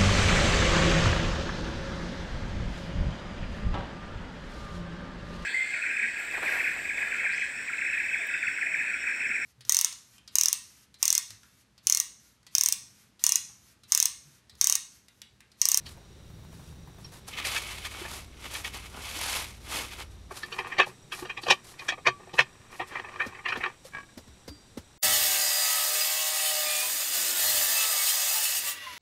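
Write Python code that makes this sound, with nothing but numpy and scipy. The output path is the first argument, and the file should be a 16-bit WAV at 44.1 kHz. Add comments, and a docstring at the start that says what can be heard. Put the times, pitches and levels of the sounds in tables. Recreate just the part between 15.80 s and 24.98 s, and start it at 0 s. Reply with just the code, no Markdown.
"""Wooden slats clack on each other as a folding table is set up on a gravel terrace: noisy contacts ring modes.
First a canvas bag rustles (filtered noise and grains); then the frame is pulled open, its joints slipping
through resonances and its legs dragging through stones (dense grains); the slatted top is unrolled along
its rails and pressed home with thumps, clicks and lingering tones. Behind: still air, low rumble,
insect choirs (resonant noise) in the hills and a far engine (sine orders) that throbs for the first half."""
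import sys
import numpy as np
from scipy import signal
from scipy.fft import rfft, irfft, next_fast_len
from scipy.io import wavfile

SR = 44100
rng = np.random.default_rng(int(sys.argv[2]) if len(sys.argv) > 2 else 0)


def store_wav(level_fs):
    """Save 16-bit WAV to argv[1]."""
    pcm = np.round(np.clip(np.atleast_2d(level_fs), -1, 1) * 32767)
    wavfile.write(sys.argv[1], SR, pcm.T.astype(np.int16))


N = 404838
TIME = np.arange(N) / SR

# slat modes: (frequency [Hz], relative level [dB], t60 before damping [s])
SLAT_MODES = [(126, -18.5, 0.29), (215, -19.5, 0.23), (367.5, -4.5, 0.17), (480, -6.5, 0.079),
              (778, -3.5, 0.061), (883, -1.5, 0.028), (1099, 0.5, 0.042), (1201.5, -2.5, 0.1),
              (1686, -4.5, 0.043), (1828, 6, 0.037), (1780, -28, 0.089), (2338, 0, 0.079),
              (2497, 2.5, 0.057), (2610, -4.5, .06), (2980, -2, 0.022), (3198, -3.5, 0.082),
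              (3530, -29.5, 0.045), (3880, -6, 0.045), (4100, -10.5, 0.074), (4640, -6.5, 0.036),
              (5430, -15.5, 0.044), (5530, -15, 0.041), (6600, -26.5, 0.032)]
# spectrum of slat contact: (frequency [Hz], relative density [dB per Hz])
CONTACT_SPECTRUM = [(25, -26), (60, -14), (150, -13), (380, 5.5), (600, -1.5), (1100, -4), (1450, 0.5),
                    (1900, 3), (3200, 0), (4500, -8), (5900, -9.5), (8000, -20), (13000, -30),
                    (16000, -45.5)]


def amp(db):
    """Decibels to gain."""
    return 10 ** (np.asarray(db) / 20)


def unit(x):
    """Scales to rms 1."""
    return x / np.sqrt(np.mean(x ** 2) + 1e-20)


def add(mix, s, sound):
    """Mixes a sound in at time s."""
    part = mix[max(round(s * SR), 0):][:len(sound)]
    part += sound[:len(part)]


def level(curve):
    """Gain along a (time [s], level [dB]) curve, -120 dB outside it."""
    s, db = np.transpose(curve)
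    return amp(np.interp(TIME, s, db, left=-120, right=-120))


def colour(x, points):
    """Filters by (frequency [Hz], gain [dB]) points, interpolated over log frequency."""
    points_hz, db = np.transpose(points)
    size = next_fast_len(len(x))
    hz = np.fft.rfftfreq(size, 1 / SR)
    gain = amp(np.interp(np.log(hz + 1), np.log(points_hz), db))
    return irfft(rfft(x, size) * gain, size)[:len(x)]


def wander(rate_hz, size=N):
    """Straight lines between Gaussian values drawn rate_hz times a second."""
    at = np.arange(size) * rate_hz / SR
    knots = int(at[-1]) + 2
    return np.interp(at, np.arange(knots), rng.standard_normal(knots))


def resonate(x, hz, width_hz):
    """A resonance of peak gain 1."""
    return signal.lfilter(*signal.iirpeak(hz, hz / width_hz, fs=SR), x)


def ring(modes, detune=0., damping=1, uneven_db=0.):
    """Decaying sines of a struck part; each call draws new mode pitches, signs and strengths."""
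    t = np.arange(SR // 4) / SR
    hz, db, t60_s = np.transpose(modes)[:, :, None]
    shift, strength, side = rng.standard_normal((3, len(modes), 1))
    decay = amp(db + uneven_db * strength - 60 * t * damping / t60_s)
    tones = np.sin(2 * np.pi * hz * (1 + detune * shift) * t)
    return (np.sign(side) * decay * tones).sum(0)


def grains(per_s, spread_db):
    """Tiny random collisions of rms 1 overall; their sizes spread exponentially in dB."""
    size = amp(spread_db * np.minimum(rng.exponential(1, N), 4))
    return unit(size * rng.standard_normal(N) * (rng.random(N) < per_s / SR))


def burst(size, rise_s, fall_s):
    """A short swell of noise."""
    t = np.arange(size) / SR
    return rng.standard_normal(size) * (1 - np.exp(-t / rise_s)) * np.exp(-t / fall_s)


def swell(s, hold_s, rise_s, fall_s):
    """Envelope of one movement: builds up to time s, holds, dies away; 20 dB per rise or fall time."""
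    at = TIME[::32]
    away = np.maximum(s - at, 0) / rise_s + np.maximum(at - s - hold_s, 0) / fall_s
    return np.interp(TIME, at, amp(-20 * away))


def strokes(rows, rise_s, fall_s):
    """Gain of a series of like movements, summed in power."""
    return np.sqrt(sum((amp(db) * swell(s, hold_s, rise_s, fall_s)) ** 2 for s, hold_s, db in rows))


def air(level_db=-60.0):
    """Still air: steady coloured noise."""
    # (frequency [Hz], relative density [dB per Hz])
    air_spectrum = [(30, 9), (400, -3), (800, -0.5), (2000, -4), (3000, -6), (5000, -8), (7000, -10),
                    (9000, -12), (11000, -17), (13500, -21.5), (16000, -39.5)]
    return amp(level_db) * unit(colour(rng.standard_normal(N), air_spectrum))


def rumble(gain_db=0.5):
    """Low air rumble, easing off: coloured noise under a level curve."""
    # (time [s], level before gain [dB])
    rumble_curve = [(0, -55.5), (3.5, -54.5), (5.6, -57.5), (7.0, -59.5), (9.18, -61)]
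    # (frequency [Hz], relative density [dB per Hz])
    rumble_spectrum = [(20, -4), (45, -18), (70, -1.5), (110, 3), (170, -1.5), (260, -6), (400, -6.5),
                       (800, -23), (2000, -50)]
    return amp(gain_db) * level(rumble_curve) * unit(colour(rng.standard_normal(N), rumble_spectrum))


def insects():
    """Choirs as noise through two resonances, some pulsing; levels shift between 4.4 and 4.7 s."""
    # (frequency [Hz], width [Hz], level at first [dB], level later [dB], pulse rate [1/s], depth [0-1])
    choirs = [(3780, 420, -68.5, -70, 18, 0), (5720, 120, -71.5, -70.5, 28, .5),
              (7870, 970, -94, -68.5, 7, .05)]
    out = np.zeros(N)
    for hz, width_hz, first_db, later_db, pulse_hz, depth in choirs:
        stage_hz = 1.5 * width_hz  # two stages narrow the band again
        song = unit(resonate(resonate(rng.standard_normal(N), hz, stage_hz), hz, stage_hz))
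        pulse_turns = np.cumsum(pulse_hz * (1 + 0.033 * wander(1.5))) / SR
        pulse = 1 + depth * np.sin(2 * np.pi * pulse_turns)
        out += song * pulse * amp(np.interp(TIME, [4.4, 4.7], [first_db, later_db]))
    return out


def engine(firing_hz=18.3):
    """Far engine: multiples of an unsteady firing rate, each wavering in level."""
    # (time [s], level [dB])
    engine_curve = [(0, -56), (1.4, -56), (1.7, -49.5), (4.5, -49), (4.62, -73), (9.18, -68)]
    # (multiple of firing rate, relative level [dB])
    orders = [(2, -12.5), (3, 1.5), (4, 1), (5, -2.5), (6, -17.5)]
    turns = np.cumsum(firing_hz * (1 + 0.014 * wander(3.3))) / SR
    exhaust = np.zeros(N)
    for multiple, db in orders:
        phase = 2 * np.pi * (round(multiple) * turns + rng.random())
        exhaust += amp(db + 1.9 * wander(7.7)) * np.sin(phase)
    return level(engine_curve) * unit(exhaust)


def bag(drone_db=2.0, crease_db=-14.0, pat_fall_s=0.016):
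    """Full bag shifting on the ground: hollow rumble, ticks of stiff canvas, soft pats of hands."""
    # (time [s], level before drone and crease gains [dB])
    bag_curve = [(0, -57), (.35, -63), (.5, -51), (.8, -52), (1.1, -53), (1.35, -56), (1.5, -71)]
    # hands bump the canvas: (time [s], level before decay [dB])
    pats = [(.172, -52.5), (.51, -59), (0.729, -50.5), (.795, -51), (1.074, -50), (1.184, -49),
            (1.321, -48), (1.358, -51)]
    canvas = [(150, 0), (400, -5), (850, 0), (1600, -9), (4000, -24)]
    hollow = [(40, -8), (80, 5.5), (125, 2.5), (175, 3), (230, -13.0), (500, -39.0)]
    drone = unit(colour(rng.standard_normal(N), hollow))
    creases = unit(colour(grains(per_s=50, spread_db=-1.0), canvas))
    out = level(bag_curve) * (amp(drone_db) * drone + amp(crease_db) * creases)
    t = np.arange(SR // 10) / SR
    for s, db in pats:
        pat = unit(colour(rng.standard_normal(len(t)), canvas))
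        add(out, s, amp(db) * pat * np.exp(-t / pat_fall_s))
    return out


def tugs():
    """Tugs spread the frame and drag its legs; one envelope each drives joints, stones and grinding."""
    # (time [s], hold [s], rise [s], fall [s], joints [dB], loose stones [dB], grinding [dB]), before gains
    pulls = [(1.585, 0.019, 0.087, 0.071, -30.5, -57, -45.5), (1.653, .12, 0.027, .15, -32.5, -40.5, -55.5),
             (1.875, 0.045, 0.037, 0.33, -38, -48.5, -56), (2.051, 0.015, 0.039, 0.036, -36, -46, -58),
             (2.113, 0.15, .015, 0.2, -42.5, -53, -51), (2.318, 0.062, .1, 0.092, -45, -47, -53),
             (2.658, 0.011, 0.12, 0.065, -39.5, -52, -48.5), (2.751, .035, 0.1, 0.08, -41, -43, -59),
             (2.847, 0.031, 0.013, 0.046, -36.5, -46, -51), (2.942, 0.014, 0.026, 0.1, -38, -48, -49),
             (3.052, 0.016, 0.089, 0.033, -44.5, -55, -54), (3.154, .03, 0.065, .1, -52, -78, -46),
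             (3.227, 0.086, 0.071, .2, -41, -53.5, -55), (3.474, 0.096, 0.33, 0.16, -33, -37.5, -52),
             (3.942, 0.056, 0.099, 0.12, -33.5, -38.5, -42), (4.121, 0.017, 0.026, .08, -39, -51, -54),
             (4.202, 0.011, 0.052, 0.046, -38.5, -48.5, -46.5)]
    power = 0
    for s, hold_s, rise_s, fall_s, *db in pulls:
        power = power + (amp(db)[:, None] * swell(s, hold_s, rise_s, fall_s)) ** 2
    return np.sqrt(power)


def gravel(dragging, grinding, drag_db=4.0, scuff_db=5.0, clump_db=2.0):
    """Dense grains crunch under legs, shoes and creasing canvas; sparser, duller grains grind."""
    # (frequency [Hz], relative density [dB per Hz])
    stone_spectrum = [(150, -12), (400, -4), (900, 2), (1600, -1), (2800, -2.5), (4200, 0), (6000, -2),
                      (8000, -3.5), (10500, -3.5), (13000, -9), (15500, -25.5)]
    # (frequency [Hz], relative density [dB per Hz])
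    grind_spectrum = [(120, -20), (240, -2.5), (400, -4), (600, -7.5), (880, -4), (1400, -2.5), (2100, -23),
                      (4000, -38)]
    # canvas and shoe scuffs: (time [s], hold [s], level before gain [dB])
    scuffs = [(.06, 0.063, -58), (.72, 0.19, -66.5), (1.2, 0.079, -64.5), (1.32, 0.057, -57.5),
              (1.48, 0.0067, -47.5), (4.31, 0.014, -65), (4.51, 0.17, -60), (4.56, 0.016, -48.5),
              (4.71, 0.09, -59), (4.875, 0.0091, -58), (5.065, 0.027, -56.5), (5.325, 0.088, -50),
              (5.62, 0.12, -56.5), (5.845, 0.077, -57.5), (5.99, .08, -60), (6.545, 0.047, -57.5),
              (6.92, 0.07, -60), (7.075, 0.0092, -57.5), (7.4, .08, -67), (7.68, .14, -67),
              (8.05, 0.016, -55)]
    stones = grains(per_s=16000, spread_db=1.2)
    crunch = unit(colour(stones, stone_spectrum)) * amp(clump_db * wander(140))
    grind = unit(colour(grains(per_s=790, spread_db=0.5), grind_spectrum))
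    scuffing = strokes(scuffs, rise_s=0.013, fall_s=0.058)
    return crunch * (amp(drag_db) * dragging + amp(scuff_db) * scuffing) + grinding * grind


def frame(sliding, gain_db=-3.5, judder_db=2.5):
    """Joints stick and slip: unsteady grains excite the frame resonances as it spreads."""
    # (frequency [Hz], width [Hz], relative level [dB])
    resonances = [(1255, 88, -7.5), (2250, 140, -0.5), (2580, 360, 0), (2996, 130, -1), (3300, 330, -5),
                  (3800, 310, -19)]
    slips = grains(per_s=5000, spread_db=-0.5) * amp(judder_db * wander(110))
    wood = sum(amp(db) * resonate(slips, hz, width_hz) for hz, width_hz, db in resonances)
    tone = [(300, -5), (1000, 1.0), (1600, 2.5), (2300, 0), (3800, -2.0), (7000, -1.0)]
    return amp(gain_db) * sliding * unit(colour(wood, tone))


def snaps(rise_s=0.0057, fall_s=0.0093):
    """Hard fittings slip home with a bright click of coloured noise."""
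    # (time [s], rms over first 20 ms [dB])
    clicks = [(5.702, -30.5), (6.083, -38)]
    # (frequency [Hz], relative density [dB per Hz])
    click_spectrum = [(2500, -14), (4800, -13), (5800, 5.5), (6800, -4), (8500, -10), (12000, -34),
                      (15500, -40)]
    out = np.zeros(N)
    for s, db in clicks:
        click = colour(burst(SR // 10, rise_s, fall_s), click_spectrum)
        add(out, s, amp(db) * click / click[:SR // 50].std())
    return out


def thumps(glide_s=0.0063, end_hz=65, rise_s=0.0041, tick_rise_s=0.0028, tick_fall_s=0.014):
    """Dull thumps: a dry noise tick and a low sine push that sags in pitch as it dies."""
    # (time [s], push [dB], starting pitch [Hz], tick [dB], push decay [s]); levels before envelope and filter
    pushes = [(7.462, -33, 691, -38, 0.0086), (7.77, -36, 669, -39.5, 0.013),
              (8.374, -33.5, 412, -39, 0.0067), (8.475, -53, 487, -52.5, 0.053),
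              (8.677, -41, 732, -37, 0.027), (8.972, -32.5, 620, -37, 0.012)]
    tick_spectrum = [(150, 2), (500, 0.5), (1000, -1.0), (2500, -9.5), (5000, -6.0), (9000, -16.0),
                     (12000, -15), (15000, -26)]
    out, t = np.zeros(N), np.arange(SR // 8) / SR
    for s, db, start_hz, tick_db, fall_s in pushes:
        turns = np.cumsum(end_hz + (start_hz - end_hz) * np.exp(-t / glide_s)) / SR
        push = 2 * np.sin(2 * np.pi * turns) * (1 - np.exp(-t / rise_s)) * np.exp(-t / fall_s)
        tick = unit(colour(rng.standard_normal(len(t)), tick_spectrum))
        tick *= (1 - np.exp(-t / tick_rise_s)) * np.exp(-t / tick_fall_s)
        add(out, s, amp(db) * push + amp(tick_db) * tick)
    return colour(out, [(80, 2), (150, -9.5), (235, 6), (380, -2.0), (530, 7), (750, -2.5), (1200, 0)])


def after_rings(rise_s=0.0029):
    """Lingering tones of wood and fittings after a blow: decaying sines."""
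    # (time [s], frequency [Hz], level before decay [dB], t60 [s])
    tones = [(1.245, 5560, -34, 0.06), (2.215, 358, -30.5, 0.066), (3.36, 305, -38, 0.094),
             (4.632, 1770, -21, 0.051), (5.427, 365, -41, 0.2), (5.012, 2570, -15, 0.072),
             (6.275, 1148, -28.5, 0.25), (6.275, 128, -36.5, 0.21), (6.597, 134, -34, 0.17),
             (7.405, 1822, -23.5, 0.18), (8.05, 522, -37, 0.065), (8.68, 4730, -47.5, 0.52),
             (8.71, 293, -38.5, 0.15)]
    out, t = np.zeros(N), np.arange(SR // 2) / SR
    for s, hz, db, t60_s in tones:
        envelope = amp(db - 60 * t / t60_s) * (1 - np.exp(-t / rise_s))
        add(out, s, envelope * np.sin(2 * np.pi * hz * t))
    return out


def loose_slat(rise_s=0.0025, graze_fall_s=0.0071, graze_db=6.0):
    """A loose slat bounces to rest; each bounce rings its modes and grazes the rail with noise."""
    # (time [s], level [dB])
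    bounces = [(8.124, -49), (8.136, -37), (8.149, -29.5), (8.169, -32.5), (8.184, -32.5), (8.203, -37.5),
               (8.232, -44), (8.29, -52), (8.321, -59)]
    # (frequency [Hz], relative level [dB], t60 [s])
    loose_modes = [(1122, -7.5, 0.12), (1250, -17, 0.067), (1643, 1, 0.075), (1840, -4, 0.042),
                   (2300, -1, 0.045), (2570, -12, .04), (2950, -19, 0.056)]
    graze_spectrum = [(400, -2), (1100, 0.5), (2400, -9), (4000, -15), (9000, -30), (15000, -45)]
    out = np.zeros(N)
    for s, db in bounces:
        slat = ring(loose_modes, detune=0.0024, uneven_db=1.0)
        slat *= 1 - np.exp(-np.arange(len(slat)) / SR / rise_s)
        graze = colour(burst(len(slat), rise_s, graze_fall_s), graze_spectrum)
        add(out, s - .002, amp(db) * (slat + amp(graze_db) * graze))
    return out


def rubbing(gain_db=-1.0, judder_db=1.0, scuff_db=-5.0):
    """Small slips keep three slats ringing as the top is drawn along the rails."""
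    # (time [s], hold [s], level before gain [dB])
    draws = [(4.55, 0.18, -52), (4.76, 0.22, -42.5), (5.05, 0.081, -55), (5.38, 0.16, -50),
             (5.66, 0.14, -55), (6.01, 0.048, -46.5), (6.39, 0.48, -59), (6.935, 0.011, -45.5),
             (7.125, 0.075, -37), (7.29, 0.2, -43.5), (7.56, 0.025, -47.5), (7.7, .19, -40),
             (7.94, 0.0038, -53.5)]
    wood = np.zeros(N)
    for _ in range(3):
        slips = grains(per_s=330, spread_db=7.0)
        wood += signal.oaconvolve(slips, ring(SLAT_MODES, detune=0.015, damping=1.1))[:N]
    scuff = unit(colour(rng.standard_normal(N), CONTACT_SPECTRUM))
    tone = [(150, -4.5), (400, -1.5), (1100, 4.0), (2500, -2), (3500, -7.5), (7000, -5)]
    rattle = unit(colour(unit(wood) + amp(scuff_db) * scuff, tone))
    drawing = strokes(draws, rise_s=0.089, fall_s=0.06)
    return amp(gain_db) * drawing * rattle * amp(judder_db * wander(45))


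def clack(band_db, rise_s=0.0042, fall_s=0.0065, chatter_db=1.0, light_ring_db=5.5, hard_ring_db=2.0,
          rebound_s=0.015, rebound_db=-14, scatter_db=-20, scatter_fall_s=0.022):
    """Chattering contact noise rings the slats: a light touch mostly rings, a hard one cracks broadly."""
    # edges of thud, body, clack, crack and fizz bands: (frequency [Hz])
    band_edges = [100, 650, 1450, 3000, 6500, 15000]
    t = np.arange(SR // 3) / SR - .03  # landing peaks at 0
    hardness = np.clip((band_db[3] + 50) / 25, 0, 1)  # from crack band
    landing, rebound = (np.exp(np.minimum(u / rise_s, -u / fall_s)) for u in (t, t - rebound_s))
    scatter = (t > 0) * np.exp(-abs(t) / scatter_fall_s)
    force = landing + amp(rebound_db) * rebound + amp(scatter_db) * scatter
    contact = force * amp(chatter_db * wander(891.5, size=len(t))) * rng.standard_normal(len(t))
    modes = ring(SLAT_MODES, detune=0.0037 + 0.022 * hardness, damping=1.85, uneven_db=2.5)
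    wood = signal.fftconvolve(contact, modes)[:len(t)]
    ring_db = light_ring_db + hardness * (hard_ring_db - light_ring_db)
    spectrum = rfft(unit(colour(contact, CONTACT_SPECTRUM)) + amp(ring_db) * unit(wood))
    hz, edges = np.fft.rfftfreq(len(t), 1 / SR), np.array(band_edges)
    blow = (t > -.003) & (t < .016)
    # bring each band's level during the blow to band_db, interpolating between band centres
    own_db = []
    for lo, hi in zip(edges, edges[1:]):
        band = irfft(spectrum * (hz > lo) * (hz < hi))
        own_db.append(20 * np.log10(band[blow].std()))
    log_centres = np.log(edges[1:] * edges[:-1]) / 2
    tilt_db = np.interp(np.log(hz + 1), log_centres, np.subtract(band_db, own_db))
    return irfft(spectrum * amp(tilt_db))


def knocks(gain_db=-2.0, lead_s=.029):
    """Blows of wood on wood, frame and slats: weight adds thud, edge adds crack."""
    # (time [s], strength before gain [dB], weight [dB], edge [dB])
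    blows = [(0.064, -52.5, 4, 25), (1.247, -60, 14, 21), (1.649, -30, -23, 6), (1.765, -27, -13, 3),
             (2.05, -34, -15, 7), (2.253, -39, 8, -12), (2.752, -33, -28, 7.5), (2.849, -34.5, -5, 6.5),
             (4.512, -47.5, 27, -7), (4.632, -45, 7.5, 18), (4.726, -38, 5.5, 13), (4.789, -26.5, 3.5, -3),
             (4.923, -30.5, -3, -7), (4.987, -23.5, 7, 5.5), (5.001, -12.5, 0.5, -4.5), (5.03, -31.5, 3, 2),
             (5.068, -54, 32, 4), (5.324, -33, 0, 8), (5.426, -53, 33, 12), (5.455, -44, 10.5, 10),
             (5.499, -30, -6.5, -1.5), (5.575, -33, 2, 1.5), (5.635, -48.5, 18, 25), (5.667, -35, 16, 3),
             (5.685, -32.5, 17, 16), (5.707, -14.5, 4, 10), (5.994, -40, -8, 10), (6.089, -22, -9, 5),
             (6.123, -31, 4, -4), (6.181, -50, 21, -5), (6.259, -29, 3, -7), (6.271, -16.5, 4.5, 3.5),
             (6.403, -59, 25, 0), (6.474, -67, 35.5, 3), (6.539, -48, 23.5, 19), (6.59, -10.5, -6, -3),
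             (6.606, -28, 2, 12.5), (7.0, -31, 12.5, -8), (7.014, -34.5, 11, -4), (7.157, -29.5, 5.5, -16),
             (7.246, -35.5, 2, -18), (7.286, -41.5, 8, -13), (7.55, -40.5, -4, -10), (7.591, -41.5, 4, -18),
             (7.402, -22.5, -5, -15), (7.419, -28, -2.5, -9), (7.659, -22, -9.5, -14),
             (7.687, -26.5, -6, 0), (7.724, -23.5, -6, -11), (7.76, -35, 9, 1.5), (7.808, -31.5, -2, -17),
             (7.838, -23.5, -3.5, -8), (7.863, -30, 4, -15)]
    # per band, thud to fizz: (plain level [dB], share of weight, share of edge)
    blow_bands = [(-21, 1, 0.27), (-8, 0.66, 0), (-1, 0, 0), (-12.5, 0.027, 1), (-31.5, 0, 0.6)]
    out = np.zeros(N)
    plain_db, by_weight, by_edge = np.transpose(blow_bands)
    for s, db, weight_db, edge_db in blows:
        add(out, s - lead_s, clack(db + plain_db + weight_db * by_weight + edge_db * by_edge))
    return amp(gain_db) * out


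def scene():
    """All sources, dry in the open air."""
    sliding, dragging, grinding = tugs()
    background = air() + rumble() + insects() + engine()
    setting_up = bag() + gravel(dragging, grinding) + frame(sliding)
    fittings = snaps() + thumps() + after_rings()
    slats = loose_slat() + rubbing() + knocks()
    return (background + setting_up + fittings + slats)[None]


def record(dry):
    """Soft saturation of the loudest blows (tanh, ceiling 1), then a linear-phase low-pass."""
    low_pass = signal.firwin(511, 15750, window=("kaiser", 9), fs=SR)  # cutoff in Hz
    return signal.oaconvolve(np.tanh(dry), low_pass[None], "same")


dry = scene()
out = record(dry)
store_wav(out)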